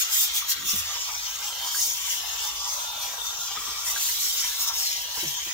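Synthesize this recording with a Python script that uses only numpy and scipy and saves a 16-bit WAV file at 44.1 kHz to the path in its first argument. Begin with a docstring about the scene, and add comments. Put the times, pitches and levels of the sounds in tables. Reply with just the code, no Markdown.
"""A steam wand sweeps over plastic trim inside a car, heard through a two-port microphone in the cabin.
The jet is coloured noise: it hisses, fizzes where it crosses an edge, and roars in hollows of the trim.
The wand taps the trim and rings damped modes; soft thuds come from the hose or a knee bumping the seat.
The hose also rustles once over the seat, and low noise with a wavering hum lies underneath.
Short cabin reflections colour the steam and taps, and change as the nozzle moves."""
import sys
import numpy as np
from scipy import signal
from scipy.fft import rfft, irfft, next_fast_len
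from scipy.io import wavfile
from scipy.ndimage import uniform_filter1d

SR = 44100
rng = np.random.default_rng(int(sys.argv[2]) if len(sys.argv) > 2 else 0)


def log_audio(samples):
    """Write samples as a 16-bit WAV file to the path given in sys.argv[1]."""
    # one column per channel
    frames = np.atleast_2d(samples).T
    # limit to full scale, then quantise
    limited = np.clip(frames, -1, 1)
    pcm = np.round(limited * 32767).astype(np.int16)
    wavfile.write(sys.argv[1], SR, pcm)


N = 243873

# the wand taps the trim: [t/s, level before the cabin/dB, ring f/Hz]
TAP_TIMES = [(0.423, -26.5, 1170), (0.919, -34, 1730), (0.966, -30.5, 990), (1.092, -26.5, 1250),
             (1.415, -30, 1570), (1.746, -18.5, 1610), (2.075, -34, 970), (3.573, -23, 1273),
             (3.961, -18, 1606), (4.444, -31, 1000), (4.704, -29.5, 940), (5.172, -28, 990),
             (5.508, -30, 1990)]


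def steam():
    """Five regions of the jet, from the fine fizz at the nozzle to the roar in hollows."""
    # colours of the five regions: [f/Hz, relative level per Hz/dB]
    fizz_colour = [(2500, -42), (4500, -3.5), (7500, 3.5), (10000, -0.5), (12700, 3), (15000, 7.5),
                   (17000, -3)]
    core_colour = [(3500, -37.5), (4800, -2.5), (5600, 3), (6600, 0.5), (7500, -5), (9000, -60)]
    wash_colour = [(2000, -26), (2700, -2), (3400, -1), (3900, -3.5), (4500, -1), (5500, -44)]
    scrub_colour = [(1000, -38), (1500, -10.5), (2000, 6), (2500, 5), (3200, -13.5)]
    roar_colour = [(250, -18), (500, -7.5), (800, -2.5), (1000, -5), (1400, -5), (1900, -7.5)]
    # the jet flares as it crosses an edge: [centre t/s, length/s, fizz lift/dB, core lift/dB]
    flares = [(0.005, 0.078, 13, 7.5), (0.144, 0.075, 15.5, 8), (0.223, 0.09, 17, 7),
              (0.372, 0.063, 15, 5.5), (0.509, 0.048, 18.5, 13), (0.699, 0.074, 12.5, 11),
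              (0.78, 0.064, 13, 4.5), (1.256, 0.084, 2, 3.5), (1.46, 0.057, 5.5, 5), (1.661, 0.063, 5, 5.5),
              (1.809, 0.16, 9.5, 7.5), (2.13, 0.073, 5, -1), (2.444, 0.1, 5.5, 3), (2.757, 0.17, 4, 2.5),
              (3.04, 0.09, 5.5, 4), (3.27, 0.063, 3.5, 5), (3.427, 0.12, 2.5, 4), (3.894, 0.068, 9, 3.5),
              (4.06, 0.15, 8.5, 3), (4.248, 0.12, 5.5, 3.5), (4.396, 0.044, 1, 4), (4.624, 0.056, 10.5, 7),
              (4.683, 0.025, 12, 11), (4.778, 0.09, 6.5, 4), (5.187, 0.085, 7, 4.5),
              (5.285, 0.087, 5.5, 2.5)]
    # levels between flares as the wand wanders, before the cabin:
    # [t/s, fizz level/dB, core level/dB, wash level/dB, scrub level/dB, roar level/dB, hollow f/Hz]
    wander = [(0.0, -41, -36.5, -38.5, -44.5, -43, 1270), (0.3, -40, -37, -36, -44.5, -46.5, 1230),
              (0.58, -42, -41.5, -39, -45, -46, 1220), (0.9, -40, -35.5, -38.5, -46.5, -44.5, 1080),
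              (1.3, -41, -39, -42.5, -51.5, -46.5, 1040), (1.6, -41.5, -39, -37.5, -54, -42.5, 1060),
              (1.95, -35.5, -36, -39, -50.5, -51.5, 1060), (2.12, -37, -30.5, -35.5, -46, -51.5, 970),
              (2.22, -40.5, -36.5, -38.5, -48.5, -43, 1140), (2.6, -41, -35, -39, -56, -44, 990),
              (2.95, -41.5, -40.5, -40, -60, -41, 1020), (3.5, -41.5, -38.5, -39.5, -58, -43.5, 1100),
              (3.93, -38.5, -35.5, -37.5, -47, -42, 1100), (4.08, -37, -35.5, -35.5, -47.5, -47.5, 1150),
              (4.48, -32, -34.5, -35.5, -46, -51.5, 1050), (4.72, -43, -40.5, -41, -53.5, -45, 980),
              (4.87, -33, -31.5, -35.5, -43.5, -51.5, 760), (5.08, -41.5, -39.5, -38, -47.5, -49.5, 810),
              (5.53, -39, -37.5, -40, -44, -53, 900)]
    # the wash whistles faintly in a gap of the trim: [t/s, f/Hz]
    gap = [(0.0, 3450), (0.6, 3540), (1.5, 3330), (2.0, 3250), (2.5, 3450), (3.9, 3530), (4.1, 3880),
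           (4.5, 3780), (4.85, 3320), (5.1, 3000), (5.53, 3200)]

    t = np.arange(N) / SR
    times, *columns = np.transpose(wander)
    fizz_db, core_db, wash_db, scrub_db, roar_db, hollow_hz = (np.interp(t, times, c) for c in columns)

    fizz_up_db, core_up_db = np.zeros((2, N))
    for s, length, fizz_lift, core_lift in flares:
        swell = bell(t, s, length, squareness=2.62)
        fizz_up_db += fizz_lift * swell
        core_up_db += core_lift * swell

    # roar and scrub swell while the nozzle is close enough to tap
    touch_db = 3.5 * sum(bell(t, s, length=0.039, squareness=1.7) for s, _, _ in TAP_TIMES)
    gap_drift_hz = 80 * slow_noise(N, 4000)
    gap_hz = np.interp(t, *np.transpose(gap)) + gap_drift_hz

    # wash and scrub follow a share of the core's lift
    wash_db = wash_db + 0.38 * core_up_db
    scrub_db = scrub_db + 0.18 * core_up_db + 0.78 * touch_db
    fizz = hiss(fizz_colour, fizz_db + fizz_up_db, flutter_db=0.87)
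    core = hiss(core_colour, core_db + core_up_db, flutter_db=1.22)
    wash = hiss(wash_colour, wash_db, 0.96, gap_hz, width_hz=590, lift=1.33)
    roar = hiss(roar_colour, roar_db + touch_db, 1.0, hollow_hz, width_hz=364, lift=2.85)
    scrub = hiss(scrub_colour, scrub_db, flutter_db=2.0)
    return fizz + core + wash + roar + scrub


def hiss(colour, level_db, flutter_db, hollow_hz=None, width_hz=0, lift=0):
    """Three unrelated patches of coloured turbulence, fluttering together as wet and dry steam alternate."""
    noise = rng.standard_normal((3, N))
    if hollow_hz is not None:
        noise = noise + lift * resonate(noise, hollow_hz, width_hz)
    size = next_fast_len(N)
    hz = np.fft.rfftfreq(size, 1 / SR)
    colour_gain = gain_of(read(colour, hz) + standing(hz))
    noise = irfft(rfft(noise, size) * colour_gain, size)[:, :N]
    # evening out the power keeps the level independent of the hollow's pitch
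    power = uniform_filter1d((noise ** 2).mean(0), SR // 8)
    flutter = slow_noise(N, 500)
    return noise / np.sqrt(power + 1e-20) * gain_of(flutter_db * flutter + level_db)


def resonate(x, hz, width):
    """A moving resonance: shifts the curve hz down to zero, smooths, and shifts back."""
    turn = np.exp(2j * np.pi * np.cumsum(hz) / SR)
    r = np.exp(-np.pi * width / SR)
    smooth = signal.lfilter([1 - r], [1, -r], x / turn)
    return 2 * (turn * smooth).real


def bell(t, centre, length, squareness):
    """A swell of height 1, at half height at the ends of its length; squareness above 2 flattens the top."""
    return .5 ** (abs(2 * (t - centre) / length) ** squareness)


def patchy(x, patchy_db):
    """Wet pockets in the steam make narrow regions of the hiss swell and fade for a tenth of a second."""
    z = signal.stft(x, nperseg=1024, noverlap=768)[2]
    field = rng.standard_normal(z.shape[1:])
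    field = uniform_filter1d(field, 5, axis=0)  # across pitch
    for _ in range(2):
        field = uniform_filter1d(field, 9, axis=1)  # along time
    z = z * gain_of(patchy_db * evened(field))
    return signal.istft(z, nperseg=1024, noverlap=768)[1][:, :N]


def taps():
    """Each tap rings a plastic panel at its pitch and at two neighbouring modes."""
    out = np.zeros(N)
    for s, db, hz in TAP_TIMES:
        panel = ring(hz, 0.053, 0.0033)
        panel += 0.6 * ring(0.97 * hz, 0.055, 0.0014)
        panel += 0.32 * ring(0.91 * hz, 0.017, 0.00059)
        add(out, s, gain_of(db) * panel)
    return out


def ring(hz, t60, rise_s):
    """A damped mode with a soft start: a sine that loses 60 dB in t60 seconds."""
    t = np.arange(SR // 3) / SR
    return (1 - np.exp(-t / rise_s)) * gain_of(-60 * t / t60) * np.sin(2 * np.pi * hz * t)


def bumps():
    """Soft low thuds in the padding, roughened by a dull contact rattle."""
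    # the hose or a knee bumps the seat: [t/s, level/dB, ring f/Hz, t60/s, left-right level/dB]
    seat_bumps = [(0.73, -30.5, 199, 0.11, -5), (0.761, -41.5, 88.6, 0.56, -2), (3.568, -38, 440, 0.052, 4),
                  (3.676, -38.5, 390, 0.047, 4), (5.17, -36.5, 462, 0.069, -4), (5.227, -29, 336, 0.092, 5),
                  (5.257, -34.5, 149.4, 0.18, -3), (5.462, -37, 338, 0.054, 3)]
    out = np.zeros((2, N))
    for s, db, hz, t60, pan_db in seat_bumps:
        thud = ring(hz, t60, 0.0068)
        thud += 0.59 * ring(0.623 * hz, t60, 0.017)
        thud += 0.19 * ring(4.5 * hz, 0.24 * t60, 0.0033)
        t = np.arange(len(thud)) / SR
        fade = (1 - np.exp(-t / 0.0053)) * gain_of(-60 * t / 0.19)
        rattle = 0.27 * slow_noise(len(thud), 30) * fade
        sides_db = db + np.array([[.5], [-.5]]) * pan_db
        add(out, s, gain_of(sides_db) * (thud + rattle))
    return out


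def drag():
    """The hose slides over the seat before the first bump: a soft low rustle that swells and stops."""
    # colour of the rustle: [f/Hz, relative level per Hz/dB]
    rustle_colour = [(60, -14), (150, 4), (300, 2), (500, -8), (900, -29)]
    start_s, length_s, level_db = 0.54, 0.17, -51.5
    size = SR // 4
    colour_gain = gain_of(read(rustle_colour, np.fft.rfftfreq(size, 1 / SR)))
    noise = evened(shaped(rng.standard_normal(size), colour_gain))
    u = np.arange(len(noise)) / SR / length_s
    swell = np.sin(np.pi * np.clip(u, 0, 1) ** 1.1)
    out = np.zeros(N)
    add(out, start_s, gain_of(level_db) * noise * swell)
    return out


def rumble():
    """Low noise of boiler and street, with a wavering hum made of narrow-band noise."""
    # colour of the low noise: [f/Hz, relative level per Hz/dB]
    rumble_colour = [(21, -45), (36, -2), (59, 3.5), (81, -10.5), (129, -8), (237, -26.5), (310, -27),
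                     (392, -19.5), (419, -14), (448, -15.5), (500, -7.5), (650, -37), (1100, -120)]
    rumble_db, hum_db = -58.5, -69
    hum_hz, hum_width_hz = 56, 14
    hz = np.fft.rfftfreq(N, 1 / SR)
    a, b, c = rng.standard_normal((3, N))
    colour_gain = gain_of(read(rumble_colour, hz))
    low = at_ports(evened(shaped(a, colour_gain)), evened(shaped(b, colour_gain)))
    hum = evened(shaped(c, 1 / (1 + (2 * (hz - hum_hz) / hum_width_hz) ** 2)))
    return gain_of(rumble_db) * low + gain_of(hum_db) * hum


def standing(hz):
    """Lift in dB that the cabin's standing waves give."""
    # standing waves of the cabin: [f/Hz, width/Hz, lift/dB]
    cabin_modes = [(806, 78, 4.5), (970.7, 38, 11), (1142, 110, 7), (1371, 117, 9.5), (1580, 130, 10.5),
                   (1740, 37, 9.5), (1912, 44, 10.5), (2090, 23, 9.5), (2303, 46, 8.5), (2533, 24, 5.5),
                   (3156, 14, 8.5), (3613, 46, 5.5), (3930, 34, 6), (4930, 29, 4.5), (5680, 55, 2),
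                   (6640, 88, 4)]
    return sum(db / (1 + (2 * (hz - f) / width) ** 2) for f, width, db in cabin_modes)


def cabin(x):
    """Every place of the nozzle has its own direct path and quickly dying reflections; places blend."""
    places = 20
    lead = 1024  # samples of room ahead of the direct sound
    t = np.arange(8192) / SR
    step = N // (places - 1) + 1
    padded = np.pad(x, (step, 2 * step))
    fade = np.sin(np.pi * np.arange(2 * step) / (2 * step))
    wide = np.zeros((2, len(padded) + len(t)))
    for k in range(places):
        reflections = rng.standard_normal((2, len(t))) * gain_of(-60 * t / 0.09)
        paths = np.zeros((2, len(t)))
        paths[:, lead:] = reflections[:, :-lead]
        paths /= np.linalg.norm(paths, axis=1, keepdims=True)
        paths[[0, 1], lead + rng.integers(0, 24, 2)] += .7  # direct sound
        paths /= np.linalg.norm(paths, axis=1, keepdims=True)
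        piece = padded[k * step:][:2 * step] * fade
        add(wide, k * step / SR, signal.fftconvolve(piece[None], at_ports(*paths), axes=1))
    return wide[:, step + lead:][:, :N]


def at_ports(a, b):
    """Blends two signals into a left-right pair whose likeness and balance depend on pitch."""
    # how alike left and right are: [f/Hz, likeness from 0 to 1]
    likeness = [(60, 0.93), (300, 0.057), (900, 1), (1250, 0.5), (1500, 0.35), (3000, 0), (16000, 0)]
    # left-right balance: [f/Hz, left minus right level/dB]
    balance = [(60, -0.5), (130, -1.5), (290, 1), (640, 0), (1410, 0), (3100, 1.5), (6820, 2), (15000, -1)]
    hz = np.fft.rfftfreq(len(a), 1 / SR)
    same = np.clip(read(likeness, hz), -1, 1)
    lean_db = read(balance, hz)
    early = np.exp(2j * np.pi * hz * 0.00014)  # the left port lies a little nearer: 0.14 ms
    left = rfft(a) * early * gain_of(lean_db / 2)
    right = same * rfft(a) + np.sqrt(1 - same ** 2) * rfft(b)
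    return irfft([left, right * gain_of(-lean_db / 2)], len(a))


def gain_of(db):
    """Turns decibels into an amplitude factor."""
    return 10 ** (np.asarray(db) / 20)


def evened(x):
    """Scales x to an RMS of 1."""
    return x / np.sqrt(np.mean(x ** 2) + 1e-20)


def slow_noise(count, width):
    """Random wavering with an RMS of 1: noise averaged twice over width samples."""
    noise = rng.standard_normal(count)
    return evened(uniform_filter1d(uniform_filter1d(noise, width), width))


def read(points, hz):
    """Reads a table of frequency and value between its points, on a logarithmic pitch scale."""
    f, value = np.transpose(points)
    return np.interp(np.log(hz + 1), np.log(f + 1), value)


def shaped(x, gain):
    """Filters x by a gain given for its spectrum's bins."""
    return irfft(rfft(x) * gain, x.shape[-1])


def add(mix, s, sound):
    """Adds a sound to the mix from second s, cut off at the end of the mix."""
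    part = mix[..., round(s * SR):][..., :sound.shape[-1]]
    part += sound[..., :part.shape[-1]]


def scene():
    """One patch of steam takes distinct paths through the cabin, two arrive scattered; taps are partly direct."""
    # steam that arrives scattered: [f/Hz, share of the amplitude from 0 to 1]
    scattered = [(500, 0.45), (1500, 0.49), (3000, 0.47), (6000, 0.43), (10000, 0.77), (15000, 0.79)]
    knocks = taps()
    near, wide_a, wide_b = steam()
    # fine treble comes from all over the plume
    share = np.clip(read(scattered, np.fft.rfftfreq(N, 1 / SR)), 0, 1)
    jet = shaped(cabin(near), np.sqrt(1 - share ** 2))
    jet = jet + shaped(at_ports(wide_a, wide_b), share)
    jet = gain_of(2.0) * patchy(jet, patchy_db=2.5)
    knocks = 0.24 * cabin(knocks) + 0.66 * knocks
    return jet + knocks + bumps() + drag() + rumble()


def record(dry):
    """The recorder's band limit: a steep low-pass filter removes the highest treble."""
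    edge_hz = 15780
    lowpass = signal.firwin(2047, edge_hz, window=("kaiser", 7), fs=SR)
    return signal.oaconvolve(dry, lowpass[None], "same")


dry = scene()
out = record(dry)
log_audio(out)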